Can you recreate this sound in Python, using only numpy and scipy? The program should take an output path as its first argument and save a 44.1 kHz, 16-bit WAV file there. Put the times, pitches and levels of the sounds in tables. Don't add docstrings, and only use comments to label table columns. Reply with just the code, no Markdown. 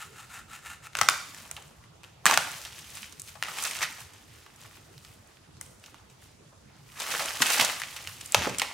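import sys
import numpy as np
from scipy import signal
from scipy.io import wavfile

SR = 44100
rng = np.random.default_rng(int(sys.argv[2]) if len(sys.argv) > 2 else 0)


def dump(signal):
    limited = np.clip(np.atleast_2d(signal).T, -1, 1)
    pcm = np.round(limited * 32767).astype(np.int16)
    wavfile.write(sys.argv[1], SR, pcm)


def invert_db(level):
    return 10 ** (np.asarray(level, dtype=float) / 20)


N = 384993

# start in seconds, knock level in dB, pitch of the piece in Hz,
# spit level in dB, time in seconds in which the tearing falls 60 dB.
BREAK_EVENTS = [(.9326, -37, 2240, -45, .02), (0.9524, -9.5, 1590, -27, 0.0072),
                (0.9697, -20, 1410, -13, .024), (0.9881, -11.5, 1400, -12, 0.022),
                (1.013, -3, 1170, -2, 0.03), (1.0324, -15, 1580, -16, .026), (1.0872, 2.5, 1500, 2, 0.016),
                (1.0977, -23, 1240, -3, 0.0069), (1.3461, -30.5, 1770, -26, 0.034),
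                (1.402, -35, 1460, -35, 0.031), (1.5126, -26, 1360, -12.5, 0.015),
                (1.5662, -23, 2840, -32, 0.024), (1.5756, -33.5, 1040, -44, 0.06),
                (1.6238, -36.5, 2950, -31, .017), (1.679, -64, 1530, -35.5, .03),
                (1.8392, -40, 1870, -56, .039), (2.0336, -33, 2670, -31, 0.018),
                (2.04, -32, 2660, -54, .051), (2.256, -1, 1140, 3.3, 0.0092),
                (2.264, -0.5, 1650, 1, 0.0087), (2.2688, -6.5, 1740, -6, 0.036),
                (2.277, -9, 1480, -30, 0.035), (2.2838, -9.5, 1790, -23, 0.036),
                (2.2994, -11, 1740, -23, 0.053), (2.311, -6.5, 1030, -7, 0.025),
                (2.3227, -12, 1040, -10, .021), (2.3338, -11, 2090, -13, 0.01),
                (2.339, -8, 1660, -6, 0.043), (2.3744, 1.2, 1350, 1, 0.017), (2.3982, -22, 2740, -33, 0.02),
                (2.5164, -37, 1740, -20, .024), (2.616, -28, 4470, -32, .014),
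                (2.651, -20, 3840, -43, 0.031), (2.7242, -33, 2050, -35, .027),
                (2.789, -32.5, 2580, -25, 0.056), (2.9536, -35, 1880, -22, 0.05),
                (2.971, -27.5, 2270, -23, 0.036), (3.03, -24, 2460, -40, 0.027),
                (3.1245, -34, 3920, -27, 0.034), (3.1965, -35, 3880, -19, 0.049),
                (3.2185, -42, 2800, -16, 0.0086), (3.2753, -31, 3940, -39, 0.018),
                (3.354, -32.5, 695, -53, 0.077), (3.4257, -7.5, 1490, -29, 0.0079),
                (3.4363, -14, 2530, -47, 0.011), (3.4834, -22.5, 1270, -35, 0.059),
                (3.584, -26, 2330, -20.5, 0.064), (3.624, -40, 3060, -13.5, .016),
                (3.638, -30, 2610, -6.5, .018), (3.6512, -15.5, 4000, -13, 0.027),
                (3.6717, -27, 1850, -13, 0.037), (3.7103, -25, 2240, -13, 0.034),
                (3.766, -24, 2610, -20, 0.046), (3.8169, -19, 1690, -32, 0.044),
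                (3.827, -11.5, 1920, -12, 0.093), (3.9244, -52, 1850, -26, .017),
                (4.033, -50, 2610, -46, .017), (4.135, -43, 1720, -33, .033),
                (4.463, -35.5, 1200, -54, .031), (4.561, -65, 1590, -33, .03),
                (4.6149, -40, 3400, -29, .017), (4.65, -38, 1100, -53, 0.074),
                (4.711, -39, 1800, -52, .013), (4.979, -34.5, 3600, -45, 0.014),
                (5.0486, -33, 3060, -37, .018), (5.2732, -66, 1560, -38, .016),
                (5.3707, -41, 1840, -64, .018), (5.569, -44.5, 1460, -42, .016),
                (5.612, -30.5, 1780, -14.5, .014), (5.663, -49, 3340, -38, .025),
                (5.7973, -55, 3100, -36, .03), (5.8396, -31.5, 2690, -51, .016),
                (5.861, -32.5, 3120, -32.5, .027), (5.944, -32.5, 975, -39, 0.0092),
                (6.099, -46, 2500, -41, .044), (6.941, -44, 1690, -49, 0.023),
                (7.0006, -21.5, 3620, -17, .057), (7.1124, -19, 3010, -19, 0.16),
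                (7.195, -16, 2170, -27, 0.17), (7.258, -22, 2130, -13, 0.031),
                (7.3374, -34, 1700, -19, .019), (7.356, -30, 3380, -34, .013),
                (7.4031, -19, 1050, -31, .038), (7.4205, -0.5, 1840, 0, 0.037),
                (7.4654, -17, 2600, -10, 0.066), (7.4984, -20, 1950, -24, 0.064),
                (7.5021, -12.5, 2430, -10, 0.073), (7.5207, -26, 3530, -8, .021),
                (7.5337, -12.5, 4180, -20, 0.044), (7.5977, -3.5, 2280, -21, .032),
                (7.61, -3, 3270, -17, .033), (7.626, -21, 1110, -9, 0.03), (7.6474, -8, 4100, -5, .033),
                (7.698, -12, 1940, -30, 0.026), (7.799, -23, 1500, -19, 0.042),
                (7.8178, -15, 1940, -23, 0.024), (7.964, -23.5, 2540, -23, 0.061),
                (8.073, -18, 2250, -47, 0.014), (8.21, -28.5, 3010, -22, 0.053),
                (8.259, -36, 3070, -21, 0.039), (8.3221, -27, 3160, -5.5, 0.0056),
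                (8.3457, 3, 2570, -1.5, 0.024), (8.348, -6.5, 1330, -13, 0.018),
                (8.3733, -26, 564, -29, 0.013), (8.4947, -24, 580, -21, 0.038),
                (8.584, -19, 3070, -7.5, 0.043), (8.597, -12, 2770, -9, 0.024),
                (8.618, -5.5, 2360, -15, 0.019)]


def rms_one(x):
    return x / np.sqrt(np.mean(x ** 2) + 1e-20)


def in_time(points):
    seconds, values = np.transpose(points)
    return np.interp(np.arange(N) / SR, seconds, values)


def at_hz(points, hz):
    points_hz, values = np.transpose(points)
    return np.interp(np.log(hz), np.log(points_hz), values)


def drift(rate_hz):
    pole = np.exp(-80 * np.pi * rate_hz / SR)
    noise = rng.standard_normal(N // 40 + 2002)
    slow = signal.lfilter([1], [1, -2 * pole, pole * pole], noise)[2000:]
    return np.interp(np.arange(N) / 40, np.arange(len(slow)), rms_one(slow))


def resonance(x, hz, width_hz):
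    radius = np.exp(-np.pi * width_hz / SR)
    numerator = np.array([1, 0, -1]) * (1 - radius * radius) / 2
    denominator = [1, -2 * radius * np.cos(2 * np.pi * hz / SR), radius * radius]
    return signal.lfilter(numerator, denominator, x + 1e-18)


def clicks(per_s, spread_db):
    sizes = invert_db(spread_db * np.minimum(rng.exponential(1, N), 5)) * rng.choice([-1, 1], N)
    happens = rng.random(N) < per_s / SR
    return happens * rms_one(sizes) * np.sqrt(SR / per_s)


def sides(pan_db):
    return invert_db(np.array([[.5], [-.5]]) * pan_db)


def spread_stereo(mid, side, alike):
    return np.sqrt(1 + alike) * mid + np.sqrt(1 - alike) * side * [[1], [-1]]


def bands(low_hz, count):
    edges = low_hz * 2 ** (np.arange(count + 1) / 2)
    return [(np.sqrt(a * b), signal.butter(2, [a, b], "band", fs=SR, output="sos"))
            for a, b in zip(edges, edges[1:])]


def air(patchy_db=3.5, calm_hz=300):
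    # frequency in Hz, relative level in dB per Hz.
    air_spectrum = [(13, -45), (22, -25), (61, -6), (115, 1), (211, -11), (356, -11.5), (510, -13.5),
                    (618, -15), (1270, -18), (2320, -23), (3150, -22.5), (7600, -25.5), (13200, -39),
                    (16000, -40)]
    # frequency in Hz, left-right correlation.
    likeness = [(30, 1), (150, 0.92), (400, 0.067), (1500, 0.23), (5000, 0.17), (14000, 0.17)]
    white = rng.standard_normal((2, 2, N + 8000))
    out = 0
    for k, (hz, sos) in enumerate(bands(20.6, count=19)):
        mid, side = signal.sosfilt(sos, white[k % 2])[:, 8000:]
        waver_db = patchy_db * min(1, (calm_hz / hz) ** .25) * drift(9)
        gain = invert_db(at_hz(air_spectrum, hz) + waver_db)
        out = out + gain * spread_stereo(mid, side, at_hz(likeness, hz))
    return invert_db(-55.5) * rms_one(out)


def wood(x, build_s=0.0009, alike=0.68):
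    # frequency in Hz, time in seconds in which the echoes fall 60 dB.
    echo_t60 = [(200, 0.52), (700, 0.51), (1500, 0.54), (4000, 0.62), (9000, 0.52), (15000, 0.13)]
    t = np.arange(SR) / SR
    mid_side = np.zeros((2, SR))
    for hz, sos in bands(165.0, count=13):
        noise = signal.sosfilt(sos, rng.standard_normal((2, SR)))
        mid_side += noise * invert_db(-60 * t / at_hz(echo_t60, hz))
    echoes = spread_stereo(*mid_side, alike) * (1 - np.exp(-t / build_s))
    return signal.fftconvolve(x[None], rms_one(echoes) / np.sqrt(SR), axes=1)[:, :N]


def thumps(rise_s=0.00057):
    # start in seconds,
    # peak in dB, pitch in Hz, time in seconds in which the noise falls 60 dB.
    thump_events = [(1.015, -35.5, 128, 0.11), (1.089, -49, 138, 0.11), (2.257, -32.5, 150, 0.048),
                    (2.377, -38, 130, 0.12), (5.922, -53, 246, 0.12), (5.995, -49, 780, 0.054),
                    (6.525, -48, 775, .05), (7.403, -27.5, 171, 0.077), (7.2, -27, 645, 0.19),
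                    (7.25, -29.5, 530, 0.035), (7.59, -28.5, 260, 0.17), (7.61, -35, 130, 0.23),
                    (7.68, -30.5, 620, 0.064), (8.06, -46, 96, 1), (8.345, -7.5, 630, 0.025),
                    (8.38, -38, 57.4, 0.57), (8.359, -31, 119, .4), (8.409, -30, 220, 0.16),
                    (8.466, -20.5, 533, 0.065), (8.47, -20.5, 397, 0.055), (8.467, -26.5, 256, 0.066),
                    (8.483, -33.5, 152, 0.34), (8.617, -22, 620, 0.048)]
    out, t = np.zeros((2, N + 12000)), np.arange(12000) / SR
    for start_s, peak_db, hz, t60 in thump_events:
        noise = rng.standard_normal((3, len(t))) * invert_db(-60 * t / t60) * (1 - np.exp(-t / rise_s))
        both_sides = noise[0] + 0.27 * noise[1:]
        lump = resonance(resonance(both_sides, hz, hz), hz, hz)
        at = round(start_s * SR)
        out[:, at:at + len(t)] += invert_db(peak_db) * lump / np.abs(lump).max()
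    return out[:, :N]


def shower(column, under_db, share, t60):
    rows, starts = np.array(BREAK_EVENTS), np.zeros(N)
    starts[(rows[:, 0] * SR).astype(int)] = invert_db(under_db + share * rows[:, column]) ** 2
    return signal.lfilter([1], [1, -invert_db(-60 / (t60 * SR)) ** 2], starts + 1e-18)


def grains(spectrum, per_s, spread_db, sharpness, clump_db, wide_db, tilt_db=0, count=12):
    train = clicks(per_s, spread_db) * invert_db(clump_db * drift(23.8))
    dealt = rng.integers(0, count, N)
    train = train * sides(wide_db * np.clip(rng.standard_normal(N), -2.5, 2.5))
    out = 0
    for k, hz in enumerate(np.geomspace(spectrum[1][0], spectrum[-2][0], count)):
        patch_db = at_hz(spectrum, hz) + tilt_db * np.log2(hz / 1600) + clump_db * drift(30)
        out = out + resonance(invert_db(patch_db) * train * (dealt == k), hz, hz / sharpness)
    return rms_one(out)


def undergrowth(swell_share=0.98, swell_firmness=1.3, ebb_share=1.38):
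    # frequency in Hz, relative level in dB per Hz.
    twig_spectrum = [(150, -46), (250, -15.5), (601, -10), (651, -9), (884, -2.5), (2460, -4.5),
                     (2890, -2.5), (3340, -16.5), (6000, -12.5), (7800, -29), (13200, -120)]
    # frequency in Hz, relative level in dB per Hz.
    leaf_spectrum = [(1470, -29), (2500, -1.5), (2900, -8), (3360, -10), (7300, -5), (14000, -13),
                     (16000, -26)]
    # time in seconds, tilt of the crackle in dB per octave.
    girth = [(.9, -2.5), (1.3, 0.5), (1.6, -2.5), (2.2, -6), (2.5, 1), (2.8, 4.7), (3.43, -1.5), (3.6, 1),
             (7.0, 1.3), (8.3, 1), (8.73, 0.5)]
    # peak time in seconds, twig crackle in dB,
    # leaves above twigs in dB, length in seconds.
    heaves = [(.02, -88, 27, 0.77), (0.99, -42, -1.5, 0.048), (1.39, -50, -2, 0.27), (1.86, -80, -5, 0.097),
              (2.309, -27, -5, 0.046), (2.544, -44, -1, 0.23), (2.785, -48.5, -3, 0.14),
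              (2.975, -51, 5.5, 0.18), (3.292, -58, 11, 0.065), (3.657, -36.5, 0.5, 0.24),
              (3.822, -31, -13, 0.028), (4.008, -47, -0.5, 0.073), (4.19, -59, -6, .2),
              (4.37, -57.5, 0, 0.22), (4.632, -53.5, -2, 0.077), (4.75, -60, 1.5, 0.33),
              (5.07, -62.5, 4, 0.26), (5.305, -66, -8, 0.063), (5.63, -64, 8, 0.039),
              (5.872, -55.5, -2.5, 0.08), (6.117, -69, 5, 0.046), (6.243, -59, -1, 0.09),
              (6.766, -64, -17, 0.22), (6.967, -52, -12, 0.026), (7.023, -37, -2.5, 0.061),
              (7.063, -34.5, -10, 0.064), (7.13, -33.5, -7, 0.11), (7.215, -35.5, -0.5, 0.27),
              (7.424, -31, 8, 0.023), (7.529, -32, 3.5, 0.17), (7.604, -24.5, -7, 0.1),
              (7.905, -48, 2, 0.75), (8.284, -66.5, 14, 0.2), (8.397, -38, -11, 0.037),
              (8.444, -31, -13, 0.11), (8.63, -41.5, -14, 0.27)]
    t = np.arange(N) / SR
    twig_power = shower(1, under_db=-34, share=0.77, t60=0.33)
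    leaf_power = shower(3, under_db=-45.5, share=0.8, t60=0.95)
    for peak_s, twig_db, leaf_db, length_s in heaves:
        swell = (np.abs(peak_s - t) / (swell_share * length_s)) ** swell_firmness
        ebb = (t - peak_s) / (ebb_share * length_s)
        heave = invert_db(twig_db - 20 * np.where(t < peak_s, swell, ebb)) ** 2
        twig_power = twig_power + heave
        leaf_power = leaf_power + heave * invert_db(leaf_db) ** 2
    twigs = grains(twig_spectrum, 3600, spread_db=3.3, sharpness=3.0, clump_db=1.8, wide_db=5.0,
                   tilt_db=in_time(girth))
    leaves = grains(leaf_spectrum, 7000, spread_db=3.0, sharpness=2.5, clump_db=1.5, wide_db=9.0)
    return np.sqrt(twig_power) * twigs + np.sqrt(leaf_power) * leaves


def saw(stop_s=.877, bite=1.9):
    # frequency in Hz, width in Hz, gain in dB.
    saw_body = [(810, 200, -10.5), (1360, 157, -1), (1780, 130, -2.5), (2150, 280, -8.5), (2740, 320, -7),
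                (3800, 810, -14), (7140, 2050, -12.5), (11900, 10000, -23)]
    # middle in seconds, level at the middle in dB, length in seconds.
    strokes = [(0.017, -42.5, 0.17), (.2, -48.5, 0.21), (0.357, -42.5, .17), (.545, -45, 0.16),
               (0.696, -44, .2), (0.873, -45.5, .14)]
    t, level = np.arange(N) / SR, 0
    for middle_s, db, length_s in strokes:
        blade_speed = np.abs(np.cos(np.pi * np.clip((t - middle_s) / length_s, -.5, .5)))
        level = level + invert_db(db) * blade_speed ** bite
    bites = clicks(3000, spread_db=2.5) * invert_db(2.0 * drift(60))
    ringing = 0
    for k, (hz, width_hz, db) in enumerate(saw_body):
        ringing = ringing + (-1) ** k * invert_db(db) * resonance(bites, hz, width_hz)
    return rms_one(ringing) * level * (t < stop_s)


def breaks(fibres_per_s=5000, knock_lag_s=.0002, spit_share=0.59, scatter_db=3.0, spit_alike=0.23):
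    # multiple of its pitch, gain in dB,
    # sharpness (frequency over width, held to 3 at most below).
    piece_modes = [(.62, 1.5, 0.82), (1.01, 15.5, 7.8), (1.5, -1.5, 4.9), (2.2, -11.5, 7.4),
                   (3.199, -35.5, 2.5)]
    out, t = np.zeros((2, N + 2600)), np.arange(2600) / SR
    thin = signal.butter(5, 620, "high", fs=SR, output="sos")
    lag = round(knock_lag_s * SR)
    for start_s, knock_db, hz, spit_db, t60 in BREAK_EVENTS:
        chance = rng.standard_normal((2, len(piece_modes)))
        noise = rng.standard_normal((4, len(t)))
        tears = rng.random(len(t)) < fibres_per_s / SR
        volley = noise[0] * tears * invert_db(-3 - 60 * (t / t60) ** 1.2)
        volley[0] = -2.0
        knock = 0
        for (times, db, sharpness), luck in zip(piece_modes, chance[0]):
            mode_hz = hz * times
            mode = resonance(volley, mode_hz, mode_hz / min(sharpness, 3))
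            knock = knock + invert_db(db + 2.5 * luck) * mode
        knock = np.pad(signal.sosfilt(thin, knock), (lag, 0))[:len(t)]

        spit_hz = 6070 * 2 ** (0.41 * np.tanh((spit_db - knock_db) / 7))
        hiss = np.sqrt(spit_alike) * noise[1] + np.sqrt(1 - spit_alike) * noise[2:]
        hiss = hiss * invert_db(-60 * t / (spit_share * t60))
        splinters = resonance(resonance(hiss, spit_hz, spit_hz * .6), spit_hz, spit_hz * .6)
        sparkle = 0.21 * min(1, invert_db(knock_db - spit_db)) ** 0.51
        spit = splinters + sparkle * resonance(hiss, 10000, 5400)

        crack = invert_db(knock_db - 3.0) * knock / np.abs(knock).max()
        crack = crack + invert_db(spit_db - 7.0) * spit / np.abs(spit).max()
        at = round(start_s * SR)
        out[:, at:at + len(t)] += crack * sides(scatter_db * chance[1, 0])
    return out[:, :N]


def scene():
    # time in seconds, left over right in dB.
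    bearing = [(0, 2.7), (6.9, 0.5), (7.7, 0.5), (8.5, 0.5), (8.73, -1.5)]
    near = (saw() + breaks() + undergrowth() + thumps()) * sides(in_time(bearing))
    lag = round(0.001538 * SR)
    bounce = signal.lfilter([.4], [1, -.6], np.pad(near, ((0, 0), (lag, 0)))[:, :N])
    echoes = wood(near.mean(axis=0))
    mix = near + invert_db(-17.5) * bounce + invert_db(-10.5) * echoes + air()
    return mix * sides(-1.4)


def band_limit(x):
    return signal.sosfilt(signal.butter(12, 16990, fs=SR, output="sos"), x)


def record(dry):
    low_pass = signal.cheby2(14, 60, 16600, fs=SR, output="sos")
    finished = signal.sosfilt(low_pass, np.clip(dry, -1, 1))
    return band_limit(finished)


dry = scene()
out = record(dry)
dump(out)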